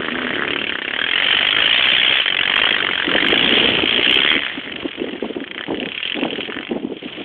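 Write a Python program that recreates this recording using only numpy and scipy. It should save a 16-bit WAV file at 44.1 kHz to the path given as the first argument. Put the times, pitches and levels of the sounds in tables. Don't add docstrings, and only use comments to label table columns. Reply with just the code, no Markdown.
import sys
import numpy as np
from scipy.fft import rfft, irfft, next_fast_len
from scipy.io import wavfile
from scipy.ndimage import uniform_filter1d, map_coordinates

SR = 44100
rng = np.random.default_rng(int(sys.argv[2]) if len(sys.argv) > 2 else 0)


def put_to_file(sound):
    columns = np.atleast_2d(sound).T
    safe = np.clip(columns, -1, 1)
    whole_steps = np.round(safe * 32767)
    wavfile.write(sys.argv[1], SR, whole_steps.astype(np.int16))


N = 319475


def amp(db):
    return 10 ** (np.asarray(db) / 20)


def unit(x):
    return x / np.sqrt(np.mean(x ** 2) + 1e-20)


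def curves(rows):
    time_s, *columns = np.transpose(rows)
    return [np.interp(np.arange(N) / SR, time_s, column) for column in columns]


def wobble(knots_per_s):
    knots = rng.standard_normal(int(N * knots_per_s / SR) + 4)
    return map_coordinates(knots, [np.arange(N) * knots_per_s / SR])


def coloured(x, points):
    size = 2 * next_fast_len(N // 2 + SR // 8)
    hz, db = np.transpose(points)
    bin_hz = np.fft.rfftfreq(size, 1 / SR)
    gain = amp(np.interp(np.log(bin_hz + 1), np.log(hz), db))
    cepstrum = irfft(np.log(gain))
    cepstrum[1:size // 2] *= 2
    cepstrum[size // 2 + 1:] = 0
    return irfft(rfft(x, size) * np.exp(rfft(cepstrum)), size)[:N]


def steady(x, window_s):
    size = int(window_s * SR)
    power = uniform_filter1d(uniform_filter1d(x ** 2, size), size)
    return x / np.sqrt(np.abs(power) + np.mean(x ** 2) / 20)


def firings(run):
    time_s, rate_hz = np.transpose(run)[:2]
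    at = np.arange(max(0, int(time_s[0] * SR)), min(N, int(time_s[-1] * SR)))
    cycles = np.cumsum(np.interp(at / SR, time_s, rate_hz)) / SR
    return at[np.diff(np.floor(cycles), prepend=-1) > 0]


def blasts(at, length_ms, tail_db, scatter_db, tail_ms, rise_ms):
    ms = np.arange(SR // 30) * 1000 / SR
    strength, stretch, lag, stray_size = rng.standard_normal((len(at), 4)).T[:, :, None]
    length = length_ms * np.exp(0.12 * stretch)
    stray_at_ms = 7 * np.exp(0.35 * lag)
    stray = amp(1 + 2.5 * stray_size) * np.exp(-((ms - stray_at_ms) / 1.1) ** 2)
    shape = np.exp(-(ms / length) ** 2) + amp(tail_db) * (np.exp(-ms / tail_ms) + stray)
    shape *= 1 - np.exp(-(ms / rise_ms) ** 2)
    size = np.sqrt(np.gradient(at))[:, None] * amp(scatter_db * strength)
    return shape * size / np.linalg.norm(shape, axis=1, keepdims=True)


def laid(at, rows):
    where = at[:, None] + np.arange(rows.shape[1])
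    return unit(np.bincount(where.ravel(), rows.ravel(), N)[:N])


def gas(at, shape):
    front = at + shape.argmax(axis=1) // 2
    shock = -np.bincount(front, np.linalg.norm(shape, axis=1), N)[:N]
    jet = laid(at, shape * rng.standard_normal(shape.shape))
    return unit(shock), jet


def ring(at, shape, hz, spread):
    detune, phase = rng.standard_normal((len(at), 2)).T[:, :, None]
    t = np.arange(shape.shape[1]) / SR
    pitch_hz = np.reshape(hz, (-1, 1)) * np.exp(spread * detune)
    return laid(at, shape * np.sin(2 * np.pi * (pitch_hz * t + phase)))


def lead_bikes():
    # time_s, rate_hz
    first_gear = [(0.005, 23.78), (0.226, 33.27), (0.691, 38.17), (0.732, 30.98), (0.815, 31.59),
                  (1.179, 46.07), (1.602, 52.99), (1.849, 66.04), (1.986, 60.18), (2.207, 68.8)]
    second_gear = [(2.257, 45.92), (2.448, 45.75), (2.689, 56.23), (2.815, 47.37), (3.117, 42.56),
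                   (3.332, 54.65), (3.585, 68.81), (3.741, 61.98), (3.789, 55.63), (4.007, 59.16),
                   (4.233, 67.64), (4.335, 81.38)]
    coasting = [(4.559, 49.46), (5.0, 44.93), (5.36, 45.63)]
    far_pull = [(5.403, 26.77), (5.542, 29.11), (5.669, 38.67), (5.92, 32.04), (6.066, 44.07),
                (6.244, 43.84), (6.342, 38.67), (6.694, 50.93), (6.89, 32.22), (7.24, 45.52)]
    # time_s, rasp_db, bark_db (re rasp)
    first_gear_heard = [(0, -25.5, 1), (.42, -32, 9), (.49, -16.5, -7), (.82, -21, -2.5), (1.13, -15.5, -3),
                        (1.58, -15, -5), (2.13, -17, -3.5), (2.2, -24, 0.5)]
    second_gear_heard = [(2.258, -15.5, -6), (2.6, -14.5, -4.5), (3.02, -22, 1), (3.2, -15, -1.5),
                         (3.541, -17.5, -5), (3.739, -22, -9.5), (4.13, -13.5, -6), (4.269, -19, 0),
                         (4.36, -24.5, 1.5)]
    coasting_heard = [(4.401, -31.5, 1.5), (4.46, -27, 0.5), (4.56, -38.5, 7), (4.84, -36.5, -4),
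                      (5.06, -31.5, -4), (5.331, -49.5, 5)]
    far_pull_heard = [(5.4, -26.5, -10), (5.59, -24, -0.5), (5.71, -33.5, -4), (5.8, -21, -14),
                      (6.079, -19.5, -15), (6.219, -25, -11), (6.42, -25.5, -14), (6.51, -33.5, 4),
                      (6.67, -29.5, -2.5), (6.77, -50, -1), (7.0, -32, -36.5), (7.24, -38, -12.5)]
    # time_s, blast_ms (before bark scaling), tail_db (before trim), thump_db (re bark)
    load = [(0, 2.1, -19, -1.5), (.8, 2, -12, -8.5), (1.25, 3.6, -5.5, -17), (2.1, 7, -6, -26.5),
            (2.3, 4.2, -12, -18.5), (4.33, 2.9, -18.5, -12), (4.42, 1.5, -16, -29), (5.2, 1.6, -13, -6),
            (5.45, 1.6, -21, -14)]
    # time_s, delay_ms, echo_db (re direct)
    echo = [(0, 3.3, -5), (1.25, 7.4, -15), (2.3, 7.1, -16), (4.33, 6, -16.5), (5.45, 4, -12)]
    # freq_hz, gain_db
    rasp_colour = [(500, -35), (1400, -33), (2100, -5.5), (2600, 0), (2950, -2.5), (3200, 4), (3450, -8.5),
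                   (4200, -8.5), (6000, -29)]
    bark_colour = [(200, -26), (600, -3.5), (950, -6.5), (1300, -2), (1800, 4), (2200, 1.5), (2700, -9.5),
                   (4000, -18.5)]
    thump_colour = [(25, -40.5), (70, -13), (150, -17.5), (250, 4), (400, 4.5), (600, 1.5), (1000, -16.5),
                    (3000, -42)]
    cruise_rate_hz, rasp_db_per_octave, bark_db_per_octave = 50, 13.5, -9
    tuned_rate_hz, tuned_width_hz, tuned_db, nasal_db = 78, 5, 3.5, 7
    tail_trim_db = -1.5

    runs = first_gear, np.vstack([second_gear, coasting]), far_pull
    rate_hz = curves(np.vstack(runs))[0]
    revs = rate_hz / cruise_rate_hz
    heard = np.vstack([first_gear_heard, second_gear_heard, coasting_heard, far_pull_heard])
    rasp_db, bark_db = curves(heard)
    rasp_db = rasp_db + rasp_db_per_octave * np.log2(revs)
    tuned = np.exp(-((rate_hz - tuned_rate_hz) / tuned_width_hz) ** 2)
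    bark_db = bark_db + bark_db_per_octave * np.log2(revs) + tuned_db * tuned

    length_ms, tail_db, thump_db = curves(load)
    rasp_hz = 3064.5 * (length_ms / 3.2) ** 0.08
    bark_hz = 1920 * revs ** 0.18
    sharp = 1.0 / length_ms

    delay_ms, echo_db = curves(echo)
    late = np.arange(N) - delay_ms * SR / 1000

    def echoed(x):
        return steady(x + amp(echo_db) * np.interp(late, np.arange(N), x), window_s=0.25)

    at = np.concatenate([firings(run) for run in runs])
    row = at[:, None]
    row_tail_db = tail_db[row] + tail_trim_db
    uneven = np.sqrt(sharp[row])
    low = blasts(at, 0.85 * length_ms[row], row_tail_db, scatter_db=2.1 * uneven, tail_ms=9, rise_ms=0.8)
    high = blasts(at, length_ms[row], row_tail_db, scatter_db=2 * uneven, tail_ms=10, rise_ms=1.2)

    shock, jet = gas(at, low)
    bark_ring = ring(at, low, bark_hz[at], spread=0.12 * (1 - tuned[row] / 2))
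    bark_ring = amp(nasal_db * tuned) * bark_ring
    bark_gas = unit(coloured(jet + 0.38 * sharp * shock, bark_colour))
    bark = echoed(bark_gas + 0.82 * bark_ring)
    thump = unit(coloured(jet + 1.9 * shock, thump_colour))

    shock, jet = gas(at, high)
    rasp_gas = unit(coloured(jet + 0.076 * sharp * shock, rasp_colour))
    rasp = echoed(rasp_gas + 0.88 * ring(at, high, rasp_hz[at], spread=0.0692))

    body = bark + amp(thump_db) * thump
    return amp(rasp_db + hard_firings(at)) * (rasp + amp(bark_db) * body)


def hard_firings(at):
    # time_s, extra_db
    hard = [(0.086, 2), (0.507, 2), (.819, 2.5), (1.159, 2), (2.282, 3), (3.112, 2), (4.762, 3), (5.582, 3),
            (5.609, 2.5), (6.052, 2), (6.077, 5.5), (6.357, 5.5), (6.409, 9), (6.969, 3), (7.125, 5)]
    extra_db = np.zeros(len(at))
    for time_s, db in hard:
        extra_db[np.abs(at / SR - time_s).argmin()] += db
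    latest = np.searchsorted(at, np.arange(N), "right") - 1
    return extra_db[np.maximum(latest, 0)]


def rival_bike():
    # time_s, rate_hz, level_db
    rival_runs = [
        [(0.02, 81, -25.5), (.15, 80, -29), (.28, 82, -27.5), (.42, 74, -24), (.57, 88, -37), (.72, 52, -57)],
        [(2.484, 38, -33), (2.52, 37, -23.5), (2.6, 39, -19), (2.66, 39, -23), (2.74, 42, -24),
         (2.84, 34, -39.5)],
    ]
    # ring_hz, ring_db (re crack)
    rival_rings = [(1670, -18), (1280, -5.5)]
    # freq_hz, gain_db
    crack_colour = [(150, -23.5), (500, -5), (900, -9.5), (1300, -0.5), (1900, 4), (2500, -11),
                    (3300, -6.5), (4500, -19)]
    out = np.zeros(N)
    for run, (ring_hz, ring_db) in zip(rival_runs, rival_rings):
        level_db = curves(run)[1]
        at = firings(run)
        shape = blasts(at, length_ms=1.3, tail_db=-17.5, scatter_db=2.5, tail_ms=1.8, rise_ms=0.4)
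        shock, jet = gas(at, shape)
        crack = unit(coloured(jet + 0.46 * shock, crack_colour))
        crack = crack + amp(ring_db) * ring(at, shape, ring_hz, spread=0.12)
        out += amp(level_db) * crack * np.sqrt((at[-1] - at[0]) / N)
    return out


def deep_engine():
    # time_s, rate_hz, boom_db, others_db
    hum = [(0, 88, -26, -32.5), (.09, 74, -44, -37), (.13, 82, -23, -38), (.18, 85.5, -27.5, -34.5),
           (.3, 82, -26.5, -40), (.35, 71, -45, -32.5), (.54, 71.5, -44.5, -31.5), (.6, 71.5, -37, -40),
           (.9, 63, -58.5, -55.5)]
    # order (multiple of the firing rate), level_db (re others_db)
    silencer = [(2, -11), (4, 0), (5, -1), (6, -5), (7, -10)]
    boom_order = 3
    rate_hz, boom_db, others_db = curves(hum)
    cycle = 2 * np.pi * np.cumsum(rate_hz * (1 + 0.008 * wobble(30))) / SR
    others = sum(amp(db + 1.5 * wobble(18)) * np.sin(order * cycle) for order, db in silencer)
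    after_s = np.maximum(np.arange(N) / SR - hum[-1][0], 0)
    gone = np.exp(-after_s * 10)
    return gone * (amp(boom_db) * np.sin(boom_order * cycle) + amp(others_db) * others)


def pack():
    # time_s, drone_db, whine_db
    levels = [(0, -35, -31), (.45, -36.5, -28), (.85, -38, -30.5), (1.5, -34.5, -21), (2.1, -34.5, -25.5),
              (2.23, -43.5, -22), (2.33, -33, -29.5), (3, -35.5, -25.5), (3.6, -23.5, -17.5),
              (4.38, -36.5, -30.5), (5.5, -43, -40.5), (6.1, -44.5, -29.5), (6.5, -41.5, -35),
              (6.9, -47.5, -44.5), (7.24, -40, -32)]
    # freq_hz, gain_db
    drone_colour = [(25, -33.5), (65, -11.5), (140, -8), (270, -3.5), (450, -2), (800, -11), (1500, -13),
                    (3000, -29.5)]
    whine_colour = [(400, -45.5), (1000, -15.5), (1800, -5.5), (2400, -2.5), (3100, 3), (3500, -3.5),
                    (4200, -6.5), (6000, -31.5)]
    drone_db, whine_db = curves(levels)

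    def blur(colour):
        flutter_db = 1.7 * wobble(10) + 3.8 * wobble(130)
        return unit(coloured(amp(flutter_db) * rng.standard_normal(N), colour))

    return amp(drone_db) * blur(drone_colour) + amp(whine_db) * blur(whine_colour)


def wind():
    # time_s (thud centres 4 ms later), level_db (thud 5 dB below),
    # centre_hz, crackle_db (re level_db)
    buffets = [(3.078, -9, 299, -19), (3.15, -8, 306, -5.5), (3.327, -5, 387, -10), (3.529, -7.5, 264, -13),
               (3.574, -4.5, 427, -16.5), (3.685, -7.5, 320, -7.5), (3.834, -3.5, 347, -19.5),
               (3.99, -5.5, 366, -11.5), (4.165, -6.5, 377, -21.5), (4.247, -8, 373, -18.5),
               (4.856, -11, 282, -24), (5.015, -5.5, 330, -34), (5.04, -8.5, 450, -33),
               (5.153, -17.5, 318, -13.5), (5.223, -6, 406, -25), (5.242, -13, 267, -15),
               (5.681, -11, 258, -15.5), (5.703, -6.5, 363, -13.5), (6.186, -13, 350, -8.5),
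               (6.228, -16.5, 296, -1.5), (6.248, -16.5, 307, -3), (6.707, -14.5, 294, -36),
               (6.724, -9.5, 312, -27), (6.846, -6.5, 280, -27), (6.917, -10.5, 373, -26.5)]
    # freq_hz, gain_db
    gust_colour = [(25, -32.5), (60, -25), (150, -18.5), (200, -5.5), (260, 1.5), (360, -1), (520, -7.5),
                   (750, -16.5), (1200, -33.5), (2500, -38)]
    flutter_colour = [(200, -11), (450, 8.5), (800, 9), (1200, -1.5), (2000, -16), (4000, -44.5)]
    t = np.arange(N) / SR
    gust_db = 20 * np.log10(gusts())
    rumble = coloured(amp(5 * wobble(70)) * rng.standard_normal(N), gust_colour)
    rumble = steady(rumble, window_s=0.05)
    flutter = coloured(amp(2.8 * wobble(160)) * rng.standard_normal(N), flutter_colour)
    flutter = steady(flutter, window_s=0.019)
    crackle = unit(coloured(rng.standard_normal(N), flutter_colour))
    thuds = np.zeros(N)
    for time_s, level_db, hz, crackle_db in buffets:
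        near = np.abs(t - time_s) < 1 / 20
        age_s = t[near] - time_s - 0.004
        push = np.exp(-(age_s * hz / 1.05) ** 2) * np.cos(2 * np.pi * (age_s * hz + rng.random()))
        burst = np.exp(-(age_s / 0.0037) ** 2) * crackle[near]
        thuds[near] += amp(level_db - 5) * push + amp(level_db + crackle_db) * burst
    return amp(gust_db) * (rumble + amp(0.73 * gust_db - 3.5) * flutter) + thuds


def gusts():
    # start_s, length_s, level_db (at the start)
    gust_times = [(2.822, 0.017, -26.5), (2.88, 0.029, -29.5), (3.076, .09, -25.5), (3.222, 0.3, -24.5),
                  (3.473, .27, -23), (3.826, .035, -27.5), (3.923, 0.084, -28), (4.075, .04, -23),
                  (4.16, 0.073, -29.5), (4.329, .06, -25), (4.565, 0.014, -26), (4.65, 0.15, -35),
                  (4.851, 0.0052, -23), (4.985, .18, -28), (5.226, 0.08, -25), (5.356, .06, -25),
                  (5.503, .11, -37.5), (5.69, 0.056, -21), (5.769, 0.099, -25.5), (6.163, .11, -22),
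                  (6.292, .13, -26.5), (6.483, 0.018, -27.5), (6.565, 0.045, -29), (6.702, 0.077, -22),
                  (6.81, 0.15, -29), (7.031, 0.03, -29.5), (7.179, 0.034, -29.5)]
    attack_s, release_s, sag_db_per_s = 0.008, 0.017, 5
    t = np.arange(N) / SR
    gain = np.zeros(N)
    for start_s, length_s, level_db in gust_times:
        before = np.maximum(start_s - t, 0) / attack_s
        after = np.maximum(t - start_s - length_s, 0) / release_s
        sagged_db = level_db - sag_db_per_s * np.clip(t - start_s, 0, length_s)
        gain = np.maximum(gain, amp(sagged_db) * np.exp(-np.minimum(before + after, 20)))
    return gain


def scene():
    return (lead_bikes() + rival_bike() + deep_engine() + pack() + wind())[None]


def record(dry):
    # freq_hz, gain_db
    microphone = [(20, -12.5), (45, 2), (3300, -1), (3480, -2), (3650, -10.5), (4000, -18), (4400, -28.5),
                  (4750, -46.5), (5300, -94.5)]
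    ceiling, top_hz = 0.68, 15870
    pressed = dry[0] / (1 + np.abs(dry[0] / 0.55) ** 4) ** (1 / 4)
    cut = np.clip(coloured(pressed, microphone), -ceiling, ceiling)
    passed = np.fft.rfftfreq(N, 1 / SR) < top_hz
    return irfft(rfft(cut) * passed, N)[None]


dry = scene()
out = record(dry)
put_to_file(out)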